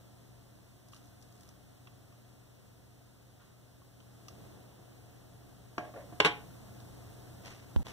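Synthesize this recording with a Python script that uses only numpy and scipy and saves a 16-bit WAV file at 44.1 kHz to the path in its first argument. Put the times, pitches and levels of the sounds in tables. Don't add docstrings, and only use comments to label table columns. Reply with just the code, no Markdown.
import sys
import numpy as np
from scipy import signal
from scipy.fft import rfft, irfft, next_fast_len
from scipy.io import wavfile
from scipy.ndimage import map_coordinates

SR = 44100
rng = np.random.default_rng(int(sys.argv[2]) if len(sys.argv) > 2 else 0)


def output_pcm(signal):
    pcm = np.clip(np.atleast_2d(signal).T, -1, 1) * 32767
    wavfile.write(sys.argv[1], SR, np.round(pcm).astype(np.int16))


N = 349272
TIME = np.arange(N) / SR
EVENT_TIME = np.arange(SR // 2) / SR


# start_s, level_db, cutoff_hz, rattle_t60_s, base_db, holder_db, thud_db
STAND_HITS = [(5.7802, -20, 1510, 0.037, -31, -16, -10), (5.939, -48, 720, 0.03, -14, 0, -10),
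              (6.123, -45.5, 700, 0.035, -25, -1.5, 2), (6.2005, -28, 7000, 0.01, -40, -40, -30),
              (6.2017, -8.5, 6740, 0.039, -28.5, -42, -23), (6.2486, -12.5, 13000, 0.051, -25, -35, -18),
              (6.2553, -16, 14000, 0.044, -29.5, -28, -20), (6.2609, -15.5, 9000, 0.06, -26, -29, -21),
              (6.269, -20.5, 4500, 0.097, -21, -27, -13)]
# freq_hz, gain_db
CLANK_EQ = [(60, -15), (150, -3.5), (280, -9.5), (430, 1.5), (650, -5.5), (1100, -4), (1500, -2.5),
            (1850, -5.5), (2300, 6), (3100, -1.5), (4200, -10.5), (6000, -17.5), (9000, -22.5),
            (14000, -32)]
# pitch_hz, level_db, t60_s
BASE_MODES = [(318, -7, 0.19), (408, 1, 0.14), (448, 6, 0.17), (567, -6, 0.19), (815, -4, 0.25),
              (837, -2, 0.26), (987, -2.5, 0.23), (1052, 0, 0.13), (1137, 0, 0.083), (1300, -22, 0.14),
              (1416, -6, 0.15), (1486, 5, 0.099), (1654, -12, 0.25), (1820, -8, 0.3), (2256, -5, 0.12),
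              (1960, -7, 0.13), (2800, 3, 0.15), (3091, 2, 0.14), (3225, -1, 0.15), (3380, -5, 0.15),
              (3652, 0, 0.17), (5400, -18, .15)]
# pitch_hz, level_db, t60_s
HOLDER_MODES = [(309, -2, 0.14), (645, -3, 0.07), (716, 1, 0.2), (985, -11, 0.11), (1150, 0.5, 0.049),
                (1385, -5, 0.07), (1625, -5, 0.13)]
# pitch_hz, width_hz, gain_db
BENCH_BODY = [(135, 70, 1), (318, 28, 16)]
def stand(scatter_db=1, crack_db=1.5, rattle_db=-0.5, thud_t60=0.07):
    out = np.zeros((2, N))
    base, holder = ringing(BASE_MODES), ringing(HOLDER_MODES)
    struck = lambda modes, db: amp(db + scatter_db * rng.standard_normal(modes.shape[1])) @ modes
    edge = amp(crack_db) * crack()
    for start, db, cutoff_hz, rattle_t60, base_db, holder_db, thud_db in STAND_HITS:
        rattle = amp(rattle_db) * burst(rattle_t60, colour(CLANK_EQ), alike_hz=750)
        ring = struck(base, base_db) + struck(holder, holder_db)
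        thud = amp(thud_db) * burst(thud_t60, resonances(BENCH_BODY), alike_hz=298)
        add(out, start, amp(db) * (lowpass(edge + rattle + ring, cutoff_hz) + thud))
    return out


# delay_s, gain_db, right_lag_s
CRACK_PATHS = [(0, 4, 0.000073), (.0024, -3.5, 0.00013), (.0037, -1.5, 0.000056)]
def crack():
    right = np.array([[0], [1]])
    paths = lambda hz: sum(amp(db) * np.exp(-2j * np.pi * hz * (delay + lag * right))
                           for delay, db, lag in CRACK_PATHS)
    edge = filtered(signal.unit_impulse(len(EVENT_TIME)), lambda hz: colour(CLANK_EQ)(hz) * paths(hz))
    return edge / np.abs(edge).max()


# peak_s, level_db, attack_s, t60_s, pitch_ratio
BARREL_SLIPS = [(5.79, -43.5, 0.0031, 0.4, 1.03), (5.85, -48, 0.0071, 0.16, 0.98),
                (5.877, -50.5, 0.0093, 0.17, 1), (5.941, -48, 0.0038, 0.13, 1.01),
                (5.962, -46, 0.0057, 0.13, 0.826), (5.975, -46, 0.01, 0.17, 1), (6.008, -51, 0.02, .3, .92),
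                (6.128, -51, 0.0031, 0.082, 1)]
# pitch_hz, width_hz, gain_db
GROAN_BODY = [(458, 140, -9.5), (664, 51, 4), (1195, 30, -7), (1670, 51, -12.5), (2300, 650, -18)]
def barrel_slide(sink_per_s=1.1):
    out, t = np.zeros((2, N)), EVENT_TIME
    slowing_time = (1 - np.exp(-sink_per_s * t)) / sink_per_s
    for peak, db, attack, t60, pitch in BARREL_SLIPS:
        groan = unit(filtered(noise(len(t), alike_hz=1370), resonances(GROAN_BODY, pitch)))
        sinking = np.array([np.interp(slowing_time, t, side) for side in groan])
        add(out, peak - attack, strokes([(attack, db, attack, t60)], t) * sinking)
    return out


# start_s, level_db, cutoff_hz, tip_db, ping_db, pitch_ratio
TOOL_TICKS = [(0.9324, -42, 3200, -13, -23, 1.07), (0.963, -43.5, 1900, -8, -20, 1.2),
              (1.4895, -52, 2200, -1, -20, 1.1), (1.871, -42.5, 3200, -20, -22, 1.02),
              (2.124, -44, 1250, -20, -11, 1.02), (3.817, -48, 1000, -36, -15, 0.96),
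              (4.0023, -45, 2300, -14, -20, 1.2), (4.283, -39.5, 2400, -0.5, -16, 1.06),
              (5.7801, -41, 1200, 0, -20, 0.77), (6.801, -48.5, 5000, -7, -25, 1.4)]
# pitch_hz, width_hz, gain_db
BOARD_BODY = [(1140, 100, -5.5), (1490, 310, -21.5), (2120, 470, -13.5), (2620, 160, -3.5), (3230, 260, -9)]
# pitch_hz, width_hz, gain_db
TIP_BODY = [(4900, 1400, 4), (6200, 470, 7.5), (8750, 4000, -16)]
# peak_s, level_db, attack_s, t60_s
TIP_DRAGS = [(0.94, -66.5, .03, 0.45), (1.47, -70, .2, 0.25), (3.405, -65.5, .015, 0.58)]
# freq_hz, gain_db
SCRAPE_EQ = [(600, -20), (1200, 0), (2000, -6), (3500, -9), (7000, -23)]
def tools(clack_t60=0.026, ping_t60=0.045, tip_t60=0.035):
    out = strokes(TIP_DRAGS) * noise_bed(colour(SCRAPE_EQ), alike_hz=1500)
    for start, db, cutoff_hz, tip_db, ping_db, pitch in TOOL_TICKS:
        clack = lowpass(burst(clack_t60, resonances(BOARD_BODY, pitch), alike_hz=1500), cutoff_hz)
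        ping = ringing([(BOARD_BODY[0][0] * pitch, ping_db, ping_t60)])[:, 0]
        tip = amp(tip_db) * burst(tip_t60, resonances(TIP_BODY), alike_hz=1500)
        add(out, start, amp(db) * (clack + ping + tip))
    return out


# start_s, length_s, level_db
FLUX_SPITS = [(0.913, 0.075, -64), (1.028, 0.074, -68.5), (1.205, 0.036, -67), (1.27, 0.24, -74)]
# start_s, level_db
FLUX_POPS = [(0.885, -52), (1.223, -55), (1.226, -51), (1.287, -60), (1.324, -54), (1.3776, -58),
             (1.408, -49.5), (1.4335, -50), (1.477, -56), (1.4897, -49)]
# freq_hz, gain_db
FLUX_EQ = [(2500, -20), (4000, -10), (5000, -6), (6100, -6.5), (7500, -10), (10000, -12), (12000, -18),
           (16000, -24)]
def flux(bubbles_per_s=800, spread_db=3, pop_t60=0.024, pop_trim_db=-1):
    arch = lambda progress: np.sqrt(np.sin(np.pi * np.clip(progress, 0, 1)).clip(0))
    envelope = sum(amp(db) * arch((TIME - start) / length) for start, length, db in FLUX_SPITS)
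    strengths = rng.standard_normal((2, N)) * amp(spread_db * rng.standard_normal(N))
    bursting = rng.random(N) < bubbles_per_s / SR
    out = envelope * unit(filtered(strengths * bursting, colour(FLUX_EQ)))
    for start, db in FLUX_POPS:
        add(out, start, amp(db + pop_trim_db) * burst(pop_t60, colour(FLUX_EQ), alike_hz=1500))
    return out


# start_s, level_db
CASE_TICKS = [(7.7616, -29), (7.8674, -32.5)]
# pitch_hz, width_hz, gain_db
CLICK_BODY = [(560, 270, 3.5), (920, 460, 0), (3040, 570, -0.5), (6040, 2300, -26)]
# peak_s, level_db, attack_s, t60_s
CASE_CREAKS = [(7.766, -40.5, 0.003, 0.1), (7.797, -41, 0.014, 0.24)]
# pitch_hz, width_hz, gain_db
CREAK_BODY = [(139, 70, 5.5), (251, 150, -1.5), (404, 110, -9), (880, 440, -18)]
def finger_bump(bump_s=7.7616, rock_hz=61, rock_t60=0.15, tap_hz=280, tap_t60=0.0085, push_s=0.00097):
    out, t = np.zeros((2, N)), EVENT_TIME
    attack = 1 - np.exp(-t / 0.0011)
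    rock = amp(-14.5 - 60 * t / rock_t60) * np.cos(2 * np.pi * rock_hz * t) * attack
    tap = amp(-14 - 60 * t / tap_t60) * np.sin(2 * np.pi * tap_hz * t)
    push = amp(-22) * (1 - t / push_s) * np.exp(-t / push_s)
    ports = np.array([[.82], [-1.15]])
    add(out, bump_s, (rock - tap) * ports + lowpass(push, cutoff_hz=1800))
    for start, db in CASE_TICKS:
        add(out, start, amp(db) * burst(0.017, resonances(CLICK_BODY), alike_hz=1400))
    return out + strokes(CASE_CREAKS) * noise_bed(resonances(CREAK_BODY), alike_hz=504)


# peak_s, level_db, attack_s, t60_s
HAND_RUSTLE = [(4.41, -60.5, 0.19, 7.2)]
# freq_hz, gain_db
RUSTLE_EQ = [(80, -22), (280, 5), (700, 0.5), (1400, -16), (3000, -14.5), (12000, -41)]
# peak_s, level_db, attack_s, t60_s
SLEEVE_BRUSHES = [(7.47, -49, 0.042, 0.66), (7.895, -48.5, 0.086, 0.52)]
# freq_hz, gain_db
RASP_EQ = [(300, 1), (900, -2.5), (1450, -3.5), (1800, -4), (2150, 0.5), (2800, -3), (3400, -7),
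           (6000, -8.5), (9000, -18.5), (15000, -27)]
def sleeve(catches_per_s=350, grain_db=3):
    rustle = strokes(HAND_RUSTLE) * noise_bed(colour(RUSTLE_EQ), alike_hz=304)
    weave = amp(grain_db * np.interp(TIME * catches_per_s, np.arange(N), rng.standard_normal(N)))
    rasp = unit(filtered(weave * noise(N, alike_hz=1180), colour(RASP_EQ)))
    return rustle + strokes(SLEEVE_BRUSHES) * rasp


# time_s, level_db
ROOM_TONE_RIDE = [(0.0, -74), (0.85, -75), (1.02, -74), (3.41, -75.5), (3.95, -75), (4.45, -71.5),
                  (4.67, -73.5), (5.71, -73.5), (6.12, -70.5), (7.41, -70), (7.6, -72.5), (7.8, -70)]
# freq_hz, gain_db
AIR_EQ = [(24, -40), (34, -14), (50, -8.5), (90, -2.5), (160, -5.5), (205, -4.5), (245, -10), (282, -5.5),
          (330, -11), (460, -13), (640, -13), (712, -10), (780, -18.5), (1300, -23.5), (3000, -37)]
# freq_hz, gain_db
HISS_EQ = [(300, -15.5), (1500, 2), (4000, 0.5), (8000, -2.5), (12000, -5.5), (15000, -4.5)]
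# pitch_hz, level_db
HUM_TONES = [(120.4, -2), (97.6, -13.5)]
def room_tone(air_db=16, hiss_db=8, hum_db=15.5, air_swing=1.58, hum_swing=1.44):
    ride_db = np.interp(TIME, *np.transpose(ROOM_TONE_RIDE))
    swing_db = ride_db - ride_db.mean()
    air = amp(air_db + air_swing * swing_db) * noise_bed(colour(AIR_EQ), alike_hz=123)
    hiss = amp(hiss_db + swing_db) * unit(filtered(rng.standard_normal((2, N)), colour(HISS_EQ)))
    wobble = lambda: map_coordinates(rng.standard_normal(40), [TIME * 4])
    tones = sum(amp(db + 0.66 * wobble()) * np.sqrt(2) * np.sin(2 * np.pi * hz * TIME + 0.21 * wobble())
                for hz, db in HUM_TONES)
    hum = amp(hum_db + hum_swing * swing_db) * tones * amp([[1], [-2]])
    return amp(ride_db.mean()) * (air + hiss + hum)


# freq_hz, t60_s
ROOM_DECAY = [(150, 0.66), (500, 0.32), (2500, 0.3), (7000, 0.22), (15000, 0.13)]
def reverb(x, predelay_s=0.006):
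    hz, t, spectrum = signal.stft(noise(SR // 2, alike_hz=600), SR, nperseg=256)
    decay = amp(-60 * t / along(ROOM_DECAY, hz)[:, None])
    tail = signal.istft(spectrum * decay, SR, nperseg=256)[1]
    tail = np.pad(tail / np.linalg.norm(tail[0]), ((0, 0), (round(predelay_s * SR), 0)))
    return signal.fftconvolve(x, tail, axes=1)[:, :N]


def amp(db):
    return 10 ** (np.asarray(db) / 20)


def unit(x):
    return x / np.sqrt(np.mean(x ** 2) + 1e-20)


def add(track, start_s, x):
    part = track[:, round(start_s * SR):][:, :x.shape[-1]]
    part += x[..., :part.shape[-1]]


def along(points, hz):
    freqs, values = np.transpose(points)
    return np.interp(np.log(hz + 1), np.log(freqs + 1), values)


def filtered(x, response):
    n = x.shape[-1]
    padded = 2 * next_fast_len(n // 2 + 4096)
    return irfft(rfft(x, padded) * response(np.fft.rfftfreq(padded, 1 / SR)), padded)[..., :n]


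def lowpass(x, cutoff_hz):
    return filtered(x, lambda hz: 1 / (1 + 1j * np.sqrt(2) * hz / cutoff_hz - (hz / cutoff_hz) ** 2))


def colour(points):
    def response(hz):
        cepstrum = irfft(np.log(amp(along(points, hz))))
        half = len(cepstrum) // 2
        cepstrum[1:half] *= 2
        cepstrum[half + 1:] = 0
        return np.exp(rfft(cepstrum))
    return response


def resonances(body, pitch=1):
    return lambda hz: sum(
        (-1) ** k * amp(db) * 1j * hz * width / ((pitch * centre) ** 2 - hz * hz + 1j * hz * width)
        for k, (centre, width, db) in enumerate(body))


def ringing(modes, attack_s=0.00052):
    t = EVENT_TIME
    hz, db, t60 = np.transpose(modes)[:, :, None]
    skew = rng.choice([-1, 1], hz.shape) * hz / 2300
    polarity = (-1) ** np.arange(len(modes))[:, None]
    sines = np.array([polarity * np.sin(2 * np.pi * hz * t + side * skew) for side in (1, -1)])
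    return sines * amp(db - 60 * t / t60) * (1 - np.exp(-t / attack_s))


def noise(size, alike_hz):
    mid, side = rng.standard_normal((2, size))
    spread = lambda hz: np.arccos(.9 / (1 + (hz / alike_hz) ** 4)) / 2
    mid = filtered(mid, lambda hz: np.cos(spread(hz)))
    side = filtered(side, lambda hz: np.sin(spread(hz)))
    return np.array([mid + side, mid - side])


def noise_bed(response, alike_hz):
    return unit(filtered(noise(N, alike_hz), response))


def burst(t60, response, alike_hz):
    fade = amp(-60 * EVENT_TIME / t60)
    rush = filtered(noise(len(fade), alike_hz) * fade, response)
    return 0.8 * rush * np.linalg.norm(fade) / np.linalg.norm(rush)


def strokes(rows, t=TIME):
    return sum(amp(db - 60 * np.maximum(t - peak, 0) / t60) * np.clip(1 + (t - peak) / attack, 0, 1)
               for peak, db, attack, t60 in rows)


def scene(reverb_db=-12.5):
    bench = tools() + flux() + stand()
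    return bench + amp(reverb_db) * reverb(bench) + barrel_slide() + sleeve() + finger_bump() + room_tone()


# freq_hz, share
CROSS_FEED = [(120, 0.11), (270, 0.2), (400, 0.01), (700, 0.48), (1100, 0.77), (2300, 0.94), (5800, 0.69),
              (7500, 0.25), (11000, 0.36), (15000, 0.06)]
# mute_s, return_s, full_level_s
DROPOUT = (7.8308, 7.843, 7.864)
def record(dry, lean_db=-0.4, port_delay_s=1 / 2360, top_hz=15600):
    share = lambda hz: np.clip(along(CROSS_FEED, hz) * amp([[-lean_db], [lean_db]]), 0, 1)
    across = filtered(dry[::-1], lambda hz: share(hz) * np.exp(-2j * np.pi * hz * port_delay_s))
    wide = filtered(dry - across, lambda hz: 1 / np.sqrt(1 + share(hz) ** 2))
    gate = np.where(TIME < DROPOUT[0], 1, np.interp(TIME, DROPOUT[1:], [.07, 1]))
    return filtered(wide * gate, lambda hz: hz < top_hz)


dry = scene()
out = record(dry)
output_pcm(out)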